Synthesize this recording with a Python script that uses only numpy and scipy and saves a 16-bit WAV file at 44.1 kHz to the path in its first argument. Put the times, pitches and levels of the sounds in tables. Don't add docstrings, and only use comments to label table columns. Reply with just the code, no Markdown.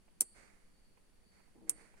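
import sys
import numpy as np
from scipy import signal
from scipy.fft import rfft, irfft
from scipy.io import wavfile
from scipy.ndimage import uniform_filter1d

SR = 44100
rng = np.random.default_rng(int(sys.argv[2]) if len(sys.argv) > 2 else 0)


def inscribe(sig):
    pcm = np.round(np.clip(np.atleast_2d(sig).T, -1, 1) * 32767)
    wavfile.write(sys.argv[1], SR, pcm.astype(np.int16))


N = 88200

# [t/s, level/dB, end stop 0 or 1, contact time constant/ms,
# left minus right/dB, right later by/ms, knock level/dB, clack level/dB]
BLOWS = [(0.2052, -27.5, 0, 1.8, -2.5, 0.1, -15.5, -15), (0.208, -2.5, 0, 1.4, -1.5, 0.3, -5.5, 1.5),
         (0.2175, -17.5, 0, 2.6, -4.5, 0.059, 11.5, 8), (1.6935, -33.5, 1, 0.8, 18, 0.0, -10, -12.5),
         (1.6958, -6.5, 1, 0.36, -6.5, -0.25, -11, 1.5)]
# [f/Hz, nominal width/Hz, level at stop 0/dB, level at stop 1/dB]
FRAME_MODES = [(4585, 400, -19, -31), (5950, 520, -11.5, -14.5), (7000, 700, -25.5, -12),
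               (7530, 400, -5.5, -7.5), (8560, 150, -1, -10.5), (8900, 400, -1, 2), (9150, 400, -12, -15),
               (9560, 1200, -9.5, 1), (9800, 400, -4, -5), (10900, 600, -16, -12.5),
               (12270, 1100, -12.5, -41), (14040, 800, -12, -15), (15124, 650, -20, -30.5)]
# [f/Hz, t60/s, level at stop 0/dB, level at stop 1/dB]
SPRING_MODES = [(8360, .05, -9.5, -6.5), (8300, 0.03, -10.5, -16.5), (8453, .055, 0.5, -19.5),
                (8880, .05, -2.5, -16), (9120, .05, -0.5, -7), (9020, 0.069, -1.5, -8),
                (8400, 0.066, -12.5, 5.5), (9360, 0.038, -8.5, -13), (8900, 0.063, -12, -5),
                (10560, .045, -4, -16)]
# [f/Hz, t60/s, level/dB]
HOUSING_MODES = [(315, 0.029, -4.5), (375, 0.037, 10), (588.6, .045, -15.5), (780, .04, -11)]
# [f/Hz, t60/s, level/dB]
SLIDER_MODES = [(1070, .015, -5.5), (1280, 0.0053, -1.5), (2023, .02, -1.5), (2350, .02, -4.5),
                (2650, 0.0052, -4.5), (3010, .015, -10.5)]
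# [f/Hz, t60/s, level/dB]
DRAG_MODES = [(208, 0.039, -1.5), (226, 0.051, -3.5), (294, 0.037, -5), (347, 0.0445, -10.5),
              (465, 0.094, -2.5), (519, 0.099, -12), (712.5, 0.11, -4)]
# [t/s, attack/s, hold/s, release time constant/s, level/dB]
RUBS = [(0.336, 0.028, 0.045, 0.13, -63), (1.301, 0.039, .04, 0.11, -73),
        (1.664, 0.023, 0.032, 0.025, -65.5), (1.742, 0.052, 0.03, 0.11, -65.5),
        (1.964, 0.012, 0.011, 0.034, -71)]
# [f/Hz, level/dB]
RUB_COLOUR = [(150, 3.5), (400, 5), (900, 1.5), (1400, 3), (2200, 7), (3100, -12.5), (5000, -9.5),
              (9000, -6.5), (12000, -27), (16000, -27)]
# [t/s, level/dB]
TOUCHES = [(0.078, -71.5), (0.97, -70), (1.231, -75.5), (1.394, -69), (1.477, -76.5), (1.938, -69)]
# [f/Hz, level/dB]
TOUCH_COLOUR = [(100, -12), (350, 2.5), (850, 9.5), (1500, -5.5), (2500, 1.5), (5000, -40), (16000, -20)]
# [t/s, length/s, level/dB]
TRILLS = [(0.193, 0.33, -76.5), (0.695, 0.32, -82.5), (1.2, 0.3, -79), (1.689, 0.222, -77.5)]
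# [f/Hz, level per Hz/dB]
AIR_COLOUR = [(20, 0.5), (33, -9.5), (60, -12), (113, -20), (160, -19.5), (204, -14.5), (262, -20.5),
              (460, -23), (600, -28), (1060, -32), (2200, -32.5), (3700, -38), (7000, -39.5),
              (10200, -33.5), (11500, -43.5), (16000, -52)]

CLICK_DB, SPRING_DB, KNOCK_DB, CLACK_DB = 4.5, -6.5, -21.5, -23.5
FRAME_LOW_HZ = 4400
PANEL_DAMP_HZ = 12000
TAIL_HZ, TAIL_WIDTH_HZ = 8740, 2800
DRAG_S, DRAG_LENGTH_S, DRAG_DB = 1.545, 0.11, -60
DRAG_ATTACK_S, DRAG_RELEASE_S = 0.0095, 0.14
SLIPS_PER_S, SLIP_SOFT_HZ = 900, 750
GROAN_HZ, GROAN_DB, GROAN_WAVER = 318, -61.5, 0.012
RUB_PAN_DB, RUB_ROUGH_DB = -8, -0.5
TRILL_HZ, TRILL_WIDTH_HZ, TRILL_FADE_S = 4513, 90, 0.079
TRILL_REST_DB = -87.5
AIR_DB, AIR_PAN_DB, AIR_SIDE, AIR_WAVER_DB = -65, -1, 0.9, 0.1
DRONE_HZ, DRONE_WIDTH_HZ, DRONE_DB = 197.6, 14, -83.5
TOP_HZ = 15800


def switch():
    t = clock()
    hz, width, *stop_levels = np.array(FRAME_MODES, float).T
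    frames = [resonator(hz, width, db) for db in stop_levels]
    springs = [ring([(f, t60, dbs[stop]) for f, t60, *dbs in SPRING_MODES], np.sin) for stop in range(2)]
    housing = ring(HOUSING_MODES, np.cos)
    slider = ring(SLIDER_MODES, np.cos)
    high_pass = signal.butter(4, FRAME_LOW_HZ, "high", fs=SR, output="sos")
    bright, dull = np.zeros((2, N)), np.zeros((2, N))
    for start, db, stop, contact_ms, pan_db, lag_ms, knock_db, clack_db in BLOWS:
        contact = even(np.exp(-(t * 1000 / contact_ms) ** 2))

        def struck(body):
            return energy(convolve(contact, body))

        stop = int(stop > 0.5)
        metal = undb(CLICK_DB) * struck(frames[stop])
        metal += undb(SPRING_DB) * signal.sosfilt(high_pass, struck(springs[stop]))
        clack = undb(CLACK_DB + clack_db) * struck(slider)
        left, right = undb(db) * pan(pan_db) * (metal + clack)
        bright += np.array([delay(left, start), delay(right, start + lag_ms / 1000)])
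        dull += undb(db + KNOCK_DB + knock_db) * delay(struck(housing)[0], start)
    return bright + dull + cabin(bright, dull)


def cabin(bright, dull):
    panels = reflections(db=-6, rise_s=0.0016, t60=0.041)
    panels = signal.lfilter(*signal.butter(1, PANEL_DAMP_HZ, fs=SR), panels)
    lingering = signal.iirpeak(TAIL_HZ, TAIL_HZ / TAIL_WIDTH_HZ, fs=SR)
    tail = reflections(db=-24.5, rise_s=0.01, t60=0.5)
    for _ in range(2):
        tail = signal.lfilter(*lingering, tail)
    boom = reflections(db=0.93, rise_s=0.005, t60=0.037)
    boom = (boom + boom.mean(axis=0)) / 2
    return convolve(bright, panels + tail) + convolve(dull, boom)


def drag():
    slips = rng.standard_normal(N) * (rng.random(N) < SLIPS_PER_S / SR)
    slips = signal.sosfilt(signal.butter(3, SLIP_SOFT_HZ, fs=SR, output="sos"), slips)
    rub = convolve(slips, ring(DRAG_MODES, np.cos))
    rub = unit(rub + convolve(rub, reflections(db=-2, rise_s=0.0026, t60=0.027)))
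    pressure = swell(DRAG_S, DRAG_ATTACK_S, DRAG_LENGTH_S - DRAG_ATTACK_S, DRAG_RELEASE_S)
    pitch = GROAN_HZ * (1 + GROAN_WAVER * walk(40))
    groan = unit(np.sin(2 * np.pi * np.cumsum(pitch) / SR))
    groan_swell = swell(start=1.59, attack=0.056, hold=0.041, release=0.045)
    return undb(DRAG_DB) * rub * pressure + undb(GROAN_DB) * groan * groan_swell


def fingers():
    rubbing = sum(undb(db) * swell(start, attack, hold, release) for start, attack, hold, release, db in RUBS)
    touching = sum(undb(db) * swell(start, 0.0011, 0.009, 0.0047) for start, db in TOUCHES)
    roughness = undb(RUB_ROUGH_DB * walk(160))
    slides = rubbing * roughness * noise(RUB_COLOUR)
    taps = touching * noise(TOUCH_COLOUR)
    return pan(RUB_PAN_DB) * (slides + taps)


def trill():
    t = clock()
    band = unit(narrow_band(rng.standard_normal((2, N)), TRILL_HZ, TRILL_WIDTH_HZ))
    swells = 0
    for start, length, db in TRILLS:
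        edge_distance = np.minimum(t - start, start + length - t)
        swells = swells + undb(db) * np.clip(edge_distance / TRILL_FADE_S, 0, 1)
    return band * np.hypot(swells, undb(TRILL_REST_DB))


def background():
    drone = unit(narrow_band(rng.standard_normal(N), DRONE_HZ, DRONE_WIDTH_HZ))
    level = undb(AIR_DB + AIR_WAVER_DB * walk(11))
    air = level * pan(AIR_PAN_DB) * noise(AIR_COLOUR, side=AIR_SIDE)
    return air + undb(DRONE_DB) * drone


def resonator(hz, width, db):
    f = np.maximum(bins(), 1)
    detuning = (f - hz[:, None]) / (0.75 * width[:, None])
    power = np.sum(undb(db)[:, None] ** 2 / (1 + detuning ** 2) ** 1.7, axis=0)
    power = power / (1 + (FRAME_LOW_HZ / f) ** 8) + 1e-7
    cepstrum = irfft(np.log(power) / 2, N)
    cepstrum[1:N // 2] *= 2
    cepstrum[N // 2 + 1:] = 0
    return energy(irfft(np.exp(rfft(cepstrum)), N))


def ring(modes, wave):
    t = clock()
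    total = 0
    for hz, t60, db in modes:
        total = total + undb(db) * energy(wave(2 * np.pi * hz * t) * undb(-60 * t / t60))
    return total


def reflections(db, rise_s, t60):
    t = clock()
    return undb(db) * even((1 - np.exp(-t / rise_s)) * np.exp(-np.log(1000) * t / t60), count=1)


def even(env, count=4):
    burst = rng.standard_normal((2, N)) * env
    limit = 2 * energy(env)
    for _ in range(count):
        spectrum = rfft(burst)
        flat = irfft(spectrum / (abs(spectrum) + 1e-12), N)
        burst = np.clip(flat, -limit, limit)
    return energy(burst)


def noise(colour, side=1.0):
    hz, db = np.array(colour).T
    gain = undb(np.interp(np.log(np.maximum(bins(), 1)), np.log(hz), db))
    middle, sides = irfft(rfft(rng.standard_normal((2, N))) * gain, N)
    return unit(np.array([middle + side * sides, middle - side * sides]))


def narrow_band(x, hz, half_width_hz):
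    return irfft(rfft(x) / (1 + ((bins() - hz) / half_width_hz) ** 2), N)


def swell(start, attack, hold, release):
    t = clock() - start
    return np.clip(t / attack, 0, 1) * np.exp(-np.maximum(t - attack - hold, 0) / release)


def walk(rate):
    k = max(int(SR / rate), 1)
    steps = np.repeat(rng.standard_normal(N // k + 1), k)
    return unit(uniform_filter1d(steps, k)[:N])


def delay(x, s):
    k = int(np.clip(round(s * SR), 0, N - 1))
    return np.concatenate([np.zeros(k), x[:N - k]])


def convolve(a, b):
    return signal.fftconvolve(np.atleast_2d(a), np.atleast_2d(b), axes=-1)[:, :N]


def pan(db):
    return undb(np.array([[db], [-db]]) / 2)


def unit(x):
    return x / np.sqrt(np.mean(x ** 2))


def energy(x):
    return x / np.sqrt(np.sum(x ** 2, axis=-1, keepdims=True))


def undb(db):
    return 10 ** (np.asarray(db) / 20)


def clock():
    return np.arange(N) / SR


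def bins():
    return np.arange(N // 2 + 1) * SR / N


def scene():
    return switch() + drag() + fingers() + trill() + background()


def record(dry):
    return signal.sosfilt(signal.ellip(8, 0.2, 70, TOP_HZ, fs=SR, output="sos"), dry)


dry = scene()
out = record(dry)
inscribe(out)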